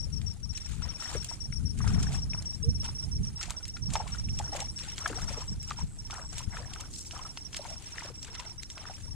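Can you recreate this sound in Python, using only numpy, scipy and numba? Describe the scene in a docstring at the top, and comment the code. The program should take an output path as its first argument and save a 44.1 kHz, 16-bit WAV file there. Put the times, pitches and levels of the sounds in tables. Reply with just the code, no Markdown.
"""A cricket chirps over a rumbling breeze as water starts to gurgle off a net hauled up beside a small
boat on a pond at night. The water sounds through bubbles, each a damped oscillator: large ones plop,
drops splat and fine spray fizzes; there is one sharp knock. The cricket, a katydid to the right and a
fitful third insect stridulate, driving wing resonances. One soft hoot passes, eddies buffet both
microphone ports, and far insects and lapping water merge into a hiss."""
import sys
import numpy as np
from scipy import signal
from scipy.fft import rfft, irfft, next_fast_len
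from scipy.io import wavfile
from scipy.ndimage import uniform_filter1d, map_coordinates
from numba import njit

SR = 44100
rng = np.random.default_rng(int(sys.argv[2]) if len(sys.argv) > 2 else 0)


def store_wav(level_fs):
    """Save 16-bit WAV to argv[1]."""
    pcm = np.round(np.clip(np.atleast_2d(level_fs), -1, 1) * 32767)
    wavfile.write(sys.argv[1], SR, pcm.T.astype(np.int16))


N = 403499
SIDES = np.array([[1], [-1]])  # left, right; pan is the left level minus the right


# gushes off the shaken net: t/s, length/s, gurgle level/dB, fizz level/dB, spray level/dB, first f/Hz
GUSHES = [(0.541, 0.072, -62, -52, -52.5, 1300), (0.663, 0.078, -58, -50, -51, 1340),
          (0.81, 0.11, -54.5, -54.5, -79, 1156), (1.013, 0.15, -47.5, -46, -47.5, 1260),
          (1.224, 0.12, -57.5, -55, -54, 1240), (1.82, 0.16, -49.5, -53, -58, 1220),
          (1.998, 0.16, -51.5, -52.5, -55, 1080), (2.324, 0.15, -57, -62.5, -76, 1030),
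          (2.847, 0.011, -52.5, -47.5, -52.5, 1120), (3.42, 0.027, -49, -45.5, -48, 1100),
          (3.482, 0.087, -57.5, -75, -79, 1210), (3.926, 0.094, -49, -53, -63, 907),
          (4.066, 0.14, -60, -54, -58, 1240), (4.414, 0.061, -50.5, -54, -53, 930),
          (4.535, 0.072, -45, -44.5, -48, 918), (4.799, 0.13, -55, -47.5, -53, 1234),
          (5.003, 0.22, -46, -50, -50, 1235), (5.284, 0.13, -51, -52, -56.5, 1003),
          (5.695, 0.031, -53.5, -52, -51.5, 1160), (5.783, 0.031, -55.5, -53.5, -56, 1100),
          (6.132, 0.056, -46, -56.5, -58.5, 1116), (6.33, 0.074, -59, -53, -53, 1050),
          (6.544, 0.075, -47.5, -52.5, -59, 1112), (6.7, 0.13, -53.5, -58, -78, 1114),
          (6.927, 0.14, -88, -86, -47, 1006), (7.142, 0.12, -49.5, -54, -55.5, 1092),
          (7.571, 0.17, -54.5, -54, -55.5, 947), (7.822, 0.1, -62.5, -55.5, -57.5, 1055),
          (7.963, 0.11, -50.5, -49.5, -55, 1228), (8.266, 0.017, -53.5, -52.5, -75, 1225),
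          (8.35, 0.12, -53.5, -53, -64, 1100), (8.7, 0.02, -75, -70, -55, 1210),
          (8.792, 0.13, -55.5, -54, -65, 1077), (8.933, 0.07, -66, -57.5, -54, 1120)]

def runoff(trickle_hz=1005, sag_octaves_s=1.22):
    """Incoherent sources add in power: gushes, trickle and splats set three levels and a gurgle pitch."""
    t = np.arange(0, N / SR + .002, .002)
    s, length, *levels, first_hz = np.transpose(GUSHES)[:, :, None]
    slopes_db_s = (405, 8, 213), (517, 10, 233), (480, 12, 213)  # gurgle, fizz, spray
    trickle = undb((-68, -66, -65)) ** 2
    gush = [undb(db + envelope(t - s, length, *slopes)) ** 2 for db, slopes in zip(levels, slopes_db_s)]
    hz = first_hz * 2 ** (-sag_octaves_s * np.clip(t - s, 0, length))  # bubbles grow, so pitch sinks
    gurgle_hz = ((gush[0] * hz).sum(0) + trickle[0] * trickle_hz) / (gush[0].sum(0) + trickle[0])
    hit_s, hit_db, *_ = np.transpose(SPLATS)[:, :, None]
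    burst = (undb(hit_db - 19.5 + envelope(t - hit_s, 0, 720, 0, 514)) ** 2).sum(0)
    power = np.sum(gush, axis=1) + trickle[:, None]
    power[1:] += burst  # splats throw up fizz and spray
    return curves(np.transpose([t, *(10 * np.log10(power)), gurgle_hz]))


def water():
    """Bubble resonance rises as radius falls: slosh and gurgle from large bubbles, fizz from small."""
    gurgle_db, fizz_db, spray_db, gurgle_hz = runoff()
    surge_db = 1.2 * walk(22)  # runoff comes in spurts
    patter = walk(170)  # droplets land in quick clusters
    gurgle = swarm(9000, gurgle_hz, octaves=.4024, cycles=34, rise=11.4, scatter=3.35, pan=3.8, width=4.2)
    slosh = swarm(2500, hz=436, octaves=.347, cycles=13.6, rise=20., scatter=4.1, pan=2.2, width=2.4)
    fizz = swarm(32000, hz=3026, octaves=.531, cycles=31.4, rise=3.7, scatter=1.55, pan=5.4, width=7.6)
    spray = swarm(50000, hz=7590, octaves=.48, cycles=13.3, rise=3.3, scatter=2.15, pan=.04, width=4.7)
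    drips = swarm(1200, hz=3800, octaves=.7, cycles=59, rise=3.4, scatter=1.5, pan=.31, width=7.1)
    return (gurgle * undb(gurgle_db + surge_db)
            + slosh * undb(.81 * gurgle_db - 20)
            + fizz * undb(fizz_db - 6 + surge_db + 1.7 * patter)
            + spray * undb(spray_db - 5.5 + surge_db + 2.32 * patter)
            + drips * undb(fizz_db - 11))


def swarm(count, hz, octaves, cycles, rise, scatter, pan, width):
    """Superposition of bubbles random in time, size and place, at unit RMS; scatter and pan are in dB."""
    when, rarity, life = rng.random((count, 3)).T
    pitch, place = rng.standard_normal((count, 2)).T
    db = -scatter * np.log(rarity + .00058)
    centre_hz = (hz + np.zeros(N))[(when * N).astype(int)]
    return unit(bubbles(when * N / SR, centre_hz * 2 ** (octaves * pitch), cycles * (.5 + life), db,
                        pan_db=pan + 8.4 * place, lag=5.94 + .35 * width * place, rise=rise, glide=.054))


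# large plops and one sharp knock: t/s, relative level/dB, f/Hz, ring time/cycles
PLOPS = [(0.578, -36, 2420, 19), (0.821, -35.5, 1320, 21), (1.023, -34, 1300, 29), (1.151, -24, 443, 15),
         (1.313, -34, 930, 23), (1.525, -32, 2010, 8.7), (1.805, -32.5, 1120, 36), (1.844, -34, 887, 31),
         (1.874, -27, 1380, 15.5), (2.334, -32, 2460, 17.3), (2.345, -32.5, 930, 11), (2.885, -39, 820, 12),
         (3.506, -31.5, 960, 20), (3.766, -42, 1390, 59), (3.954, -19, 894, 26), (4.001, -26, 842, 38),
         (4.146, -40, 1410, 54), (4.287, -38, 2470, 22), (4.399, -28, 798, 33), (4.547, -31, 792, 18),
         (5.037, -41, 1320, 11), (5.059, -16.5, 1414, 16.7), (5.1, -29.5, 446, 15.5),
         (5.112, -33.5, 297, 24), (5.13, -38, 1290, 27), (5.175, -36, 740, 25), (5.293, -43, 2390, 35),
         (5.305, -36, 592, 20), (5.372, -33.5, 486, 11), (5.687, -43, 2820, 16), (5.71, -23.5, 1170, 34),
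         (5.788, -34.5, 915, 37), (6.1, -35, 1070, 8.5), (6.405, -35.5, 994, 36), (6.568, -30.5, 1280, 13),
         (6.602, -40.5, 494, 25), (6.76, -36, 1280, 25), (7.133, -42, 700, 18), (7.162, -37.5, 1165, 38),
         (7.193, -35, 1037, 40), (7.252, -39, 1280, 70), (7.593, -35, 610, 25), (7.652, -34, 870, 19),
         (7.982, -27.5, 1940, 10.6), (8.008, -33.5, 1950, 15), (8.021, -36, 950, 20.7),
         (8.049, -35.5, 617, 11.6), (8.1, -39, 473, 16), (8.395, -37.5, 973, 66), (8.773, -37.5, 1070, 17),
         (8.853, -34, 1260, 15), (8.897, -36, 750, 35)]

def plops(count=16):
    """Free oscillation: each plop or knock rings and rises in pitch amid a froth of small bubbles."""
    s, db, hz, cycles = np.transpose(PLOPS)[:, :, None]
    main = bubbles(s, hz, cycles, db + 1, pan_db=5, lag=6, rise=6., glide=.012)
    when, pitch, size = np.moveaxis(rng.standard_normal((len(PLOPS), count, 3)), -1, 0)
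    froth_s = s + cycles / hz * (.03 + .22 * np.abs(when))
    froth_hz = hz * 2 ** (.814 * np.abs(pitch) - .3)
    froth_db = db - 10.5 - 4.5 * np.abs(pitch) + 4.5 * size
    froth = bubbles(froth_s, froth_hz, cycles=14, db=froth_db, pan_db=4, lag=6 + when, rise=5.4, glide=.065)
    return main + froth


# drops bursting on water and hull: t/s, relative level/dB, centre f/Hz, spatter time/ms
SPLATS = [(0.215, -39, 3730, 3.4), (0.575, -30.5, 7800, 3.8), (0.82, -40, 5360, 3.9),
          (1.147, -34, 2470, 5.6), (1.2445, -24.5, 8640, 3.65), (1.789, -33.5, 8910, 0.84),
          (1.878, -32, 5100, 2.8), (2.0293, -26.5, 5370, 2.66), (2.129, -34, 5410, 2.6),
          (2.424, -37, 6300, 2.7), (3.412, -35, 3480, 3), (3.429, -28, 4800, 4.8), (3.439, -38, 4200, 2.8),
          (3.498, -37.5, 4500, 1.3), (3.5058, -25.5, 8400, 2.2), (3.654, -35, 5200, 1.4),
          (3.68, -33.5, 7800, 3.6), (3.769, -39.5, 4500, 3.7), (3.904, -37, 3780, 2.9),
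          (3.936, -25, 5040, 6.8), (3.955, -27.5, 2980, 4.3), (4.077, -37.5, 3660, 3.8),
          (4.3898, -28, 5360, 3.5), (4.6033, -28.5, 5500, 2.2), (4.7898, -34, 6250, 2.8),
          (4.981, -31, 3340, 2.97), (5.0767, -28, 7060, 3.8), (5.2866, -40, 6960, 2.9),
          (5.6286, -33, 9500, 2.2), (5.706, -32.5, 3330, 3.5), (6.108, -30.5, 3630, 2.8),
          (6.382, -28.5, 7160, 2.6), (6.7356, -30.5, 5400, 2.1), (6.8083, -31.5, 7850, 2.1),
          (7.11, -35, 4350, 2.7), (7.3732, -31, 3830, 2.4), (7.53, -38.5, 3600, 1.7),
          (7.546, -32, 3020, 2.5), (7.567, -26, 5500, 3.2), (7.644, -39.5, 4300, 1.7),
          (8.2294, -32.5, 7600, 2.8), (8.247, -36.5, 4000, 2.6), (8.3518, -32.5, 3400, 3),
          (8.399, -32.5, 3500, 3.04), (8.6326, -31, 4630, 1.46), (8.701, -35, 5900, 2.8),
          (8.779, -37, 2500, 3.4)]

def splats(count=40):
    """Impact excitation: a drop cracks and breaks into droplets that thin out exponentially."""
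    s, db, hz, spatter_ms = np.transpose(SPLATS)[:, :, None]
    chance, jitter, place = np.moveaxis(rng.random((len(SPLATS), count, 3)), -1, 0)
    droplet_hz = hz * 2 ** (.55 * rng.standard_normal((len(SPLATS), count)))
    crack = np.arange(count) < 3
    delay = np.where(crack, .1 * chance, -np.log(chance + .013) + .3 * jitter)
    droplet_db = db - 5.5 + 8.9 * crack - 1.36 * delay
    return bubbles(s + delay * spatter_ms / 1000, droplet_hz, cycles=6, db=droplet_db,
                   pan_db=.74, lag=4.5 + 3 * place, rise=3.15, glide=0.)


def bubbles(s, hz, cycles, db, pan_db, lag, rise, glide):
    """Arrival-time difference: low notes reach the right port slightly later, widening the water sound."""
    s, hz, cycles, db, pan_db, lag = map(np.ravel, np.broadcast_arrays(s, hz, cycles, db, pan_db, lag))
    start = np.clip(s * SR, 0, N - 1).astype(int)
    omega = 2 * np.pi * np.clip(hz, 100, 15000) / SR
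    left, right = undb(db + SIDES * pan_db / 2)
    lag = np.clip(lag + 3800 / np.maximum(hz, 700), 0, 60).astype(int)  # samples
    return ring(N, start, omega, np.maximum(cycles, .5), rise, glide, left, right, lag)


@njit
def ring(n, start, omega, cycles, rise, glide, left, right, lag):
    """Damped oscillators (omega in rad/sample) swell over `rise` rad and lose 60 dB in `cycles` periods."""
    out = np.zeros((2, n + 4096))
    for b in range(len(start)):
        decay = np.exp(-1.1 * omega[b] / cycles[b])
        amplitude, phase, w = 1., 0., omega[b]
        for i in range(4000):
            pressure = amplitude * min(i * w / rise, 1.) * np.sin(phase)
            out[0, start[b] + i] += left[b] * pressure
            out[1, start[b] + i + lag[b]] += right[b] * pressure
            phase += w
            amplitude *= decay
            w = min(w * (1 + glide * omega[b] / cycles[b]), 2.8)  # the pitch slides up
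            if amplitude < .003:
                break
    return out[:, :n]


# response to the water sounds: f/Hz, gain/dB
PORT_RESPONSE = [(300, -0.5), (920, 0.5), (1090, -2.5), (1280, 1.5), (5500, 5.5), (7800, 12), (10000, 2.5),
                 (12500, -4.5), (15000, -3.5)]
# delay at the left port as the boat turns: t/s, delay/samples
LEFT_DELAY = [(0, 3.9), (1.6, 2.96), (2.8, 6.34), (9.15, 7.86)]

def water_path(x):
    """Interference with the hull echo cuts a notch, port resonance adds a peak, and the left delay drifts."""
    left, right = colour(x, PORT_RESPONSE)
    delayed = map_coordinates(left, [np.arange(N) - curves(LEFT_DELAY)[0]], mode="nearest")
    return np.array([delayed, right])


# quickening strokes that open the cricket's phrases: t/s, number of strokes
OPENINGS = [(0.443, 5), (0.838, 6), (1.826, 6), (2.639, 6), (3.578, 4), (4.132, 6), (5.167, 6), (5.998, 4),
            (6.948, 5), (7.87, 5), (8.592, 5)]
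# its chirps: t/s, number of strokes
CHIRPS = [(0.004, 2), (0.138, 2), (0.276, 2), (1.177, 2), (1.298, 2), (1.416, 2), (1.534, 2), (1.668, 2),
          (2.154, 3), (2.31, 3), (2.468, 3), (2.961, 3), (3.127, 2), (3.244, 2), (3.371, 2), (3.834, 2),
          (3.968, 2), (4.454, 3), (4.619, 3), (4.773, 2), (4.895, 2), (5.016, 2), (5.491, 2), (5.61, 3),
          (5.781, 2), (6.224, 3), (6.363, 3), (6.517, 3), (6.669, 3), (6.782, 3), (7.225, 3), (7.384, 3),
          (7.54, 3), (7.699, 3), (8.153, 3), (8.315, 3), (8.473, 2), (8.875, 3), (9.044, 3)]

def stroke_times():
    """Pulse trains: the centre time in seconds of every wing stroke."""
    patterns = (OPENINGS, (.062, .057, .053, .042, .037)), (CHIRPS, (.0355, .041))
    return [s + offset for table, gaps_s in patterns
            for s, count in table for offset in np.cumsum((0, *gaps_s))[:count]]


# the cricket as the boat turns: t/s, level/dB, pan/dB
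CRICKET_LEVEL = [(0.0, -40, 14), (.6, -40, 6.5), (.9, -37.5, 9), (1.2, -37.5, 9), (1.83, -41.5, 8),
                 (2.6, -34, 1), (3.1, -36.5, -3), (3.7, -37, -0.5), (4.88, -37, 1.5), (6.1, -41.5, -3.5),
                 (6.71, -47.5, -5.5), (7.3, -42.5, -5.5), (9.15, -44, -4.5)]
# pitch through one stroke: t/s from its centre, f/Hz
STROKE_PITCH = [(-.017, 5480), (-.009, 5710), (-.001, 5600), (.014, 5230)]

def cricket(lag_s=.000091):
    """Stridulation: each stroke is a falling near sine, half a cycle late on the left; reeds smear it."""
    t = np.arange(-.017, .02, 1 / SR)
    hz = np.interp(t, *np.transpose(STROKE_PITCH))
    attack = np.clip((t + .018) / .0089, 0, 1) ** 2.3
    release = np.clip((.0145 - t) / .012, 0, 1) ** .36
    times, span = stroke_times(), len(t)
    song = np.zeros((2, N + 2 * span))
    for s, (force, detune, sway, skew) in zip(times, rng.standard_normal((len(times), 4))):
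        i = int((s - .017) * SR) + span
        omega = 2 * np.pi * hz * (1 + .005 * detune)
        delay_s = np.array([[lag_s * (1 + .05 * skew)], [0]])
        tone = np.sin(np.cumsum(omega / SR) - delay_s * omega)
        song[:, i:i + span] += undb(1.4 * force + 1.26 * sway * SIDES) * attack * release * tone
    song = song[:, span:span + N]
    mid, side = rng.standard_normal((2, 6000)) * np.exp(-np.arange(6000) / 600)
    echo = signal.fftconvolve(song, mid + .4 * side * SIDES, axes=1)[:, :N]
    db, pan_db = curves(CRICKET_LEVEL)
    return (song + undb(-33) * echo) * undb(db + SIDES * pan_db / 2)


# the katydid's buzz: t/s, level/dB
KATYDID_LEVEL = [(0.0, -68), (.6, -67), (1.91, -59.5), (2.19, -64.5), (2.7, -64.5), (3.0, -59), (3.3, -63),
                 (3.62, -68), (4.77, -63), (5.86, -69), (7.92, -65), (8.18, -72.5), (8.8, -68.5),
                 (9.15, -63)]

def katydid(rate_hz=187.7, wing_hz=9260):
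    """Impulse excitation: wing teeth strike fast and evenly, each briefly ringing a raspy resonance."""
    phase = np.cumsum(rate_hz * (1 + .0029 * walk(1)) / SR) % 1
    tone = np.sin(2 * np.pi * wing_hz / rate_hz * phase) * undb(2.07 * walk(60))
    strikes = np.exp(-phase / .29) * (tone + 2.8 * rng.standard_normal((2, N)))
    return unit(band(strikes, wing_hz, 560)) * undb(curves(KATYDID_LEVEL)[0] - 3.87 * SIDES)


# a fitful insect's buzzes: t/s, length/s, f/Hz, level/dB, rattle rate/Hz
TRILLS = [(2.455, 0.19, 8300, -65, 147), (3.952, 0.23, 7930, -60, 95), (4.71, 0.17, 7760, -58, 152),
          (5.367, 0.18, 7750, -58.5, 154), (5.857, 0.15, 7850, -58.5, 151), (6.17, 0.22, 7850, -55.5, 94.3),
          (6.514, 0.157, 7800, -59.5, 95), (7.226, 0.16, 7640, -64, 151), (8.16, 0.13, 7800, -60, 153)]

def trills():
    """Forced vibration: a rattling wing drives one narrow resonance in short buzzes."""
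    t, out, rasp = np.arange(N) / SR, 0, rng.standard_normal(N)
    for s, length, hz, db, rate_hz in TRILLS:
        rattle = (1 + np.sin(2 * np.pi * rate_hz * t)) ** 3 * (.36 + rasp)
        drive = rattle * (1 + np.sin(2 * np.pi * hz * t))
        swell = np.sin(np.pi * np.clip((t - s) / length, 0, 1)) ** .13
        out += undb(db) * swell * unit(band(drive, hz, 420))
    return out * undb(.5 * SIDES)


# a short soft hoot: t/s, length/s, first f/Hz, last f/Hz, peak level/dB
HOOT = [(2.634, .071, 436, 491, -42)]

def hoot():
    """A linear frequency sweep: one rising tone, perhaps air squeezed from a pocket in the net."""
    (s, length, first_hz, last_hz, db), = HOOT
    progress = np.clip((np.arange(N) / SR - s) / length, 0, 1)
    hz = first_hz + (last_hz - first_hz) * progress
    return undb(db) * np.sqrt(np.sin(np.pi * progress)) * np.sin(np.cumsum(2 * np.pi * hz / SR))


# breeze on the ports: t/s, relative level/dB, pan/dB
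BREEZE_LEVEL = [(0.0, -41.5, -0.5), (0.51, -50, 11.5), (0.61, -55, -17), (0.72, -48, 21), (0.88, -47, 11.5),
                (1.05, -53, -6), (1.17, -46.5, 12.5), (1.38, -51.5, -12.5), (1.62, -40.5, 14),
                (1.72, -40, 0), (1.9, -34, 5), (2.05, -36, 1.5), (2.39, -43.5, -6.5), (2.58, -49.5, 12),
                (2.7, -34.5, -4.5), (3.0, -47.5, -2.5), (3.1, -39, -10), (3.26, -40, 2.5),
                (3.54, -51.5, -9.5), (3.92, -41.5, -4), (4.06, -48.5, -11.5), (4.27, -38.5, -6),
                (4.87, -51.5, 3), (5.25, -42, 5.5), (5.4, -45, -1), (6.1, -49, -0.5), (6.47, -46, 9),
                (6.85, -51, -1), (8.9, -55.5, 6), (9.15, -47, 8)]
# its spectrum: f/Hz, relative level/dB
BREEZE_SPECTRUM = [(12, -52), (20, -1.5), (81, 1.5), (130, -2), (217, -11.5), (348, -31.5), (449, -29),
                   (500, -49), (650, -46), (1100, -120)]
# sudden buffets: t/s, level/dB above the breeze
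BUFFETS = [(.294, 4.5), (.798, 8), (1.5, 9), (1.644, 5), (1.876, 4), (2.686, 7.5), (3.211, 5), (5.24, 5.5),
           (5.52, 7), (5.837, 9), (6.478, 9)]

def breeze(buffet_s=.016):
    """Turbulence: eddies buffet each port separately; strong gusts reach higher and the level flutters."""
    t = np.arange(N) / SR
    db, pan_db = curves(BREEZE_LEVEL)
    db += sum(boost_db * np.exp(-((t - s) / buffet_s) ** 2) for s, boost_db in BUFFETS)
    noise = colour(rng.standard_normal((2, N)), BREEZE_SPECTRUM)
    rumble = signal.sosfilt(signal.butter(1, 140, fs=SR, output="sos"), noise)
    flutter, brightness = (np.array([walk(14), walk(14)]) for _ in range(2))
    gusts = rumble + (noise - rumble) * undb(.54 * (db + 37) + 2.4 * brightness)
    return unit(gusts) * undb(db + 6.5 + SIDES * pan_db / 2 + 1.77 * flutter)


# spectrum of the distant hiss: f/Hz, relative level/dB
NIGHT_SPECTRUM = [(300, 8.5), (680, -13), (3300, -13.5), (6400, -10), (9300, -13), (12000, -20.5),
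                  (15000, -32)]

def night(db=-57):
    """Incoherent summation: far insects and lapping water blur into a soft, swaying hiss."""
    mid, side = rng.standard_normal((2, N))
    return unit(colour(mid + .5 * side * SIDES, NIGHT_SPECTRUM)) * undb(db + walk(3.276))


def envelope(t, length, swell_db_s, drain_db_s, release_db_s):
    """Exponential growth and decay, in dB: a swell up to t = 0, a slow drain, a release."""
    return (swell_db_s * np.minimum(t, 0) - drain_db_s * np.clip(t, 0, length)
            - release_db_s * np.maximum(t - length, 0))


def curves(table):
    """Linear interpolation of each column over time."""
    s, *columns = np.transpose(table)
    return [np.interp(np.arange(N) / SR, s, column) for column in columns]


def colour(x, points):
    """Spectral shaping by (f/Hz, gain/dB) points on a log frequency axis."""
    hz, db = np.transpose(points)
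    size = next_fast_len(N)
    f = np.maximum(np.arange(size // 2 + 1) * SR / size, 1)
    gain = undb(np.interp(np.log(f), np.log(hz), db))
    return irfft(rfft(x, size) * gain, size)[..., :N]


def band(x, hz, half_width_hz):
    """A resonance as a band-pass filter."""
    edges = [hz - half_width_hz, hz + half_width_hz]
    return signal.sosfilt(signal.butter(2, edges, "band", fs=SR, output="sos"), x)


def walk(rate_hz):
    """Random modulation: held values, smoothed twice."""
    hold = int(SR / rate_hz)
    steps = np.repeat(rng.standard_normal(N // hold + 1), hold)
    return 1.94 * uniform_filter1d(uniform_filter1d(steps, hold), hold)[:N]


def undb(db):
    """Level to amplitude."""
    return 10 ** (np.asarray(db) / 20)


def unit(x):
    """Normalisation to unit RMS."""
    return x / np.sqrt(np.mean(x ** 2))


def scene():
    """Linear superposition of all sources at the two ports."""
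    net = water_path(water() + plops() + splats())
    return net + hoot() + cricket() + katydid() + trills() + breeze() + night()


def record(dry):
    """Band limiting: a steep low-pass removes the treble above 15.3 kHz."""
    return signal.sosfilt(signal.ellip(6, .2, 50, 15300, fs=SR, output="sos"), dry)


dry = scene()
out = record(dry)
store_wav(out)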